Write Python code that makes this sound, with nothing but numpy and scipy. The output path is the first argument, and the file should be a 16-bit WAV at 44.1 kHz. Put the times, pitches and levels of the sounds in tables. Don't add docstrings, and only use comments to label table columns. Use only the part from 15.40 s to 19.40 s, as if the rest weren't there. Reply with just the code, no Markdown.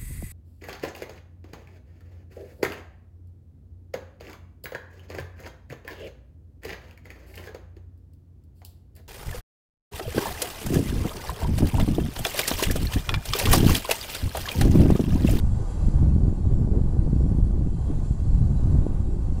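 import sys
import numpy as np
from scipy import signal
from scipy.fft import rfft, irfft
from scipy.io import wavfile
from scipy.ndimage import uniform_filter1d, map_coordinates

SR = 44100
rng = np.random.default_rng(int(sys.argv[2]) if len(sys.argv) > 2 else 0)


def put_to_file(sound):
    columns = np.atleast_2d(sound).T
    safe = np.clip(columns, -1, 1)
    whole_steps = np.round(safe * 32767)
    wavfile.write(sys.argv[1], SR, whole_steps.astype(np.int16))


N = 176400
TIME = np.arange(N) / SR
FREQUENCIES = np.arange(N // 2 + 1) * SR / N


def from_db(db):
    return 10 ** (np.asarray(db) / 20)


def unit_level(x):
    return x / np.sqrt(np.mean(x ** 2) + 1e-20)


def over_time(rows):
    return np.interp(TIME, *np.transpose(rows))


def with_tone(x, tone):
    hz, db = np.transpose(tone)
    f = np.maximum(FREQUENCIES, 1)
    curve = from_db(np.interp(np.log(f), np.log(hz), db))
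    end_fades = 1 / np.sqrt((1 + (f / (2 * hz[-1])) ** 4) * (1 + (.5 * hz[0] / f) ** 4))
    return unit_level(irfft(rfft(x) * end_fades * curve, N))


def drift(rate_hz):
    return unit_level(irfft(rfft(rng.standard_normal(N)) / (1 + (FREQUENCIES / rate_hz) ** 2), N))


def steadied(x, share, window_s=0.068):
    size = int(window_s * SR)
    power = uniform_filter1d(uniform_filter1d(x ** 2, size), size)
    return unit_level(x / (power + 1e-9) ** (share / 2))


# time in seconds, relative level in dB.
GUST_LEVELS = [(0.03, -17.5), (0.14, -19.5), (0.33, -27), (0.46, -17), (0.515, -23), (0.59, -14),
               (0.75, -16), (0.8, -21), (0.87, -15), (0.94, -25), (1.06, -18), (1.22, -16.5), (1.28, -21.5),
               (1.45, -18.5), (1.55, -20.5), (1.79, -17), (2.24, -20), (2.4, -23), (2.55, -20.5),
               (2.77, -23.5), (2.95, -15), (3.16, -19), (3.38, -14.5), (3.43, -20.5), (3.97, -22)]
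# frequency in Hz, relative level in dB.
RUMBLE_TONE = [(10, 1), (24, 1), (45, 1), (68, 1), (110, -5.5), (170, -11.5), (250, -24.5), (500, -67.5)]

def wind_rumble(gain_db=-1.5, octaves_per_db=0.057, surge_db=1.0):
    gust_db = over_time(GUST_LEVELS)
    speed = 2 ** (octaves_per_db * (gust_db - gust_db.mean()))
    eddies = steadied(with_tone(rng.standard_normal(N), RUMBLE_TONE), share=0.55)
    pressure = map_coordinates(eddies, [np.cumsum(speed)], order=3, mode="mirror")
    surges = from_db(surge_db * drift(rate_hz=14))
    return from_db(gust_db + gain_db) * steadied(pressure * surges, share=0.96)


# time in seconds, relative level in dB.
FLUTTER_LEVELS = [(0.03, -42.5), (0.28, -51), (0.47, -34.5), (0.52, -36.5), (0.63, -31.5), (0.7, -35),
                  (0.88, -30.5), (0.95, -38), (1.3, -32), (1.51, -35.5), (1.72, -34), (2.07, -35),
                  (2.27, -35), (2.39, -44), (2.5, -38), (2.8, -44), (3.02, -36), (3.18, -40.5),
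                  (3.37, -29.5), (3.45, -36), (3.85, -41.5), (3.97, -37)]
# frequency in Hz, relative level in dB.
FLUTTER_TONE = [(70, -10.5), (130, 0), (200, -1.5), (260, -6), (335, -8), (450, -18.5), (700, -27.5),
                (1300, -53.5), (3000, -75)]

def wind_flutter(gain_db=3.5, eddies_per_s=450, spread_db=4):
    sizes = from_db(spread_db * np.minimum(rng.exponential(1, N), 4))
    directions = rng.choice([-1, 1], N)
    arrivals = rng.random(N) < eddies_per_s / SR
    flutter = with_tone(sizes * directions * arrivals, FLUTTER_TONE)
    return from_db(over_time(FLUTTER_LEVELS) + gain_db) * steadied(flutter, share=0.5)


# time in seconds, relative level in dB.
ROAR_LEVELS = [(0.03, -53), (0.04, -52.5), (0.48, -49.5), (0.99, -56), (1.2, -56), (1.36, -55.5),
               (1.5, -53), (2.3, -57.5), (2.51, -52.5), (2.8, -55.5), (3.38, -52), (3.73, -56),
               (3.97, -53.5)]
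# frequency in Hz, relative level in dB.
ROAR_TONE = [(150, 8.5), (350, 0.5), (560, 5), (680, 0), (770, 4.5), (1000, -2), (1240, -4.5),
             (1310, -14.5), (1420, -13.5), (1475, -4.5), (1560, -12.5), (2100, -20), (3500, -28)]

def avalanche(gain_db=6.5, churn_db=1.0):
    roar = with_tone(rng.standard_normal(N), ROAR_TONE)
    level_db = over_time(ROAR_LEVELS) + gain_db + churn_db * drift(rate_hz=10)
    return from_db(level_db) * roar


def shimmer(x, depth_db, rate_hz, size=2048):
    _, times, bands = signal.stft(x, SR, nperseg=size)
    memory = np.exp(-2 * np.pi * rate_hz * times[1])
    nudges = rng.standard_normal((len(bands), 2 * len(times)))
    wander = signal.lfilter([1], [1, -memory], nudges)[:, len(times):]
    wander = unit_level(uniform_filter1d(wander, size=4, axis=0))
    _, shimmering = signal.istft(bands * from_db(depth_db * wander), SR, nperseg=size)
    return unit_level(shimmering[:N])


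def resonance(x, hz, width_hz):
    r = np.exp(-np.pi * width_hz / SR)
    return signal.lfilter([1, 0, -1], [1, -2 * r * np.cos(2 * np.pi * hz / SR), r * r], x)


# time in seconds, level in dB.
HISS_LEVELS = [(0.03, -59.5), (0.3, -58), (0.55, -59.5), (0.85, -62.5), (1.3, -64), (1.91, -62.5),
               (2.16, -65), (2.47, -61.5), (3.32, -61), (3.72, -64), (3.97, -60.5)]
# frequency in Hz, relative level in dB.
HISS_TONE = [(1200, -9), (2300, -5), (3600, -3), (4500, 2), (5200, -3), (6400, -2), (7400, 4), (8100, -1.5),
             (9150, -0.5), (9800, 1), (10500, -9), (12000, -16), (15500, -35)]
# frequency in Hz, width in Hz, level in dB relative to the hiss.
HISS_RESONANCES = [(1997, 60, -17), (2670, 130, -14), (3280, 57, -14.5), (3900, 66, -15.5), (4230, 98, -17),
                   (4590, 150, -17.5), (6210, 110, -23.5), (7340, 99, -16), (7540, 200, -13.5),
                   (8500, 76, -23)]

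def wind_hiss(flicker_db=0.6):
    hiss = with_tone(rng.standard_normal(N), HISS_TONE)
    for hz, width_hz, db in HISS_RESONANCES:
        hiss += from_db(db) * unit_level(resonance(rng.standard_normal(N), hz, width_hz))
    level_db = over_time(HISS_LEVELS) + flicker_db * drift(rate_hz=20)
    return from_db(level_db) * shimmer(hiss, depth_db=3.6, rate_hz=1.0)


# middle time in seconds, strength (below zero pulls), rough half width in seconds.
STRONG_EDDIES = [(0.053, -.3, 0.0039), (0.4687, 0.68, 0.006), (0.4849, -0.54, 0.0021),
                 (0.5598, .58, 0.0038), (0.5958, 0.45, 0.0037), (.619, 0.78, 0.0029),
                 (0.7535, 0.78, 0.0033), (0.764, 0.46, 0.0017), (0.8361, 0.72, 0.003),
                 (0.882, -0.52, 0.0017), (1.0728, 0.39, 0.0022), (1.14, 0.53, 0.0033),
                 (1.2484, 0.55, 0.0027), (1.2753, -0.18, 0.00095), (1.323, -0.52, 0.0034),
                 (1.374, 0.54, 0.0027), (1.4153, -0.48, 0.0028), (1.5684, -0.14, 0.00085),
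                 (1.5933, 0.62, 0.003), (1.6766, -.2, .001), (1.732, 0.64, 0.0018), (1.764, -0.61, 0.0024),
                 (1.916, 0.44, 0.0018), (1.9508, 0.34, .0023), (1.987, 0.44, 0.0017),
                 (2.0292, 0.71, 0.0044), (2.195, 0.44, 0.0029), (2.2732, -0.34, .0017),
                 (2.7108, -0.46, 0.0028), (2.9356, 0.33, 0.0067), (3.23, 0.41, 0.0027),
                 (3.259, -0.42, 0.0023), (3.297, 0.25, .002), (3.389, -0.59, .0036), (3.4669, 0.39, .001),
                 (3.6056, -0.39, 0.0038), (3.9008, 0.36, 0.0063)]

def wind_thumps(rebound_stretch=3.4):
    thumps = np.zeros(N)
    for middle_s, strength, half_width_s in STRONG_EDDIES:
        offset = (TIME - middle_s) / half_width_s
        push = (1 + offset ** 2) ** -2
        rebound = (1 + (offset / rebound_stretch) ** 2) ** -2 / rebound_stretch
        thumps += strength * (push - rebound)
    return thumps


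def dips_at_thumps(depth=0.45, half_width_s=0.006):
    dips = [np.exp(-.5 * ((TIME - middle_s) / half_width_s) ** 2) for middle_s, _, _ in STRONG_EDDIES]
    return 1 - depth * np.max(dips, axis=0)


# middle time in seconds, rough half length in seconds, centre frequency in Hz, level in dB.
AIR_PUFFS = [(0.218, 0.022, 335, -41), (1.118, 0.013, 330, -33), (1.348, 0.03, 364, -34.5),
             (2.166, 0.013, 310, -39.5), (2.504, 0.018, 267, -31), (3.739, 0.038, 320, -39.5)]

def wind_puffs(width_share=0.44):
    puffs = np.zeros(N)
    for middle_s, half_length_s, hz, db in AIR_PUFFS:
        band = resonance(rng.standard_normal(N), hz, width_share * hz)
        band = resonance(band, hz, width_share * hz)
        swell = np.exp(-.5 * ((TIME - middle_s) / half_length_s) ** 2)
        puffs += from_db(db) * swell * steadied(band, share=0.41)
    return puffs


def scene():
    roar = avalanche()
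    buffeting = dips_at_thumps() * (wind_rumble() + wind_flutter()) + wind_thumps()
    return (roar + buffeting + wind_hiss() + wind_puffs())[None]


def record(dry):
    return signal.sosfilt(signal.cheby2(12, 70, 16642, fs=SR, output="sos"), dry)


dry = scene()
out = record(dry)
put_to_file(out)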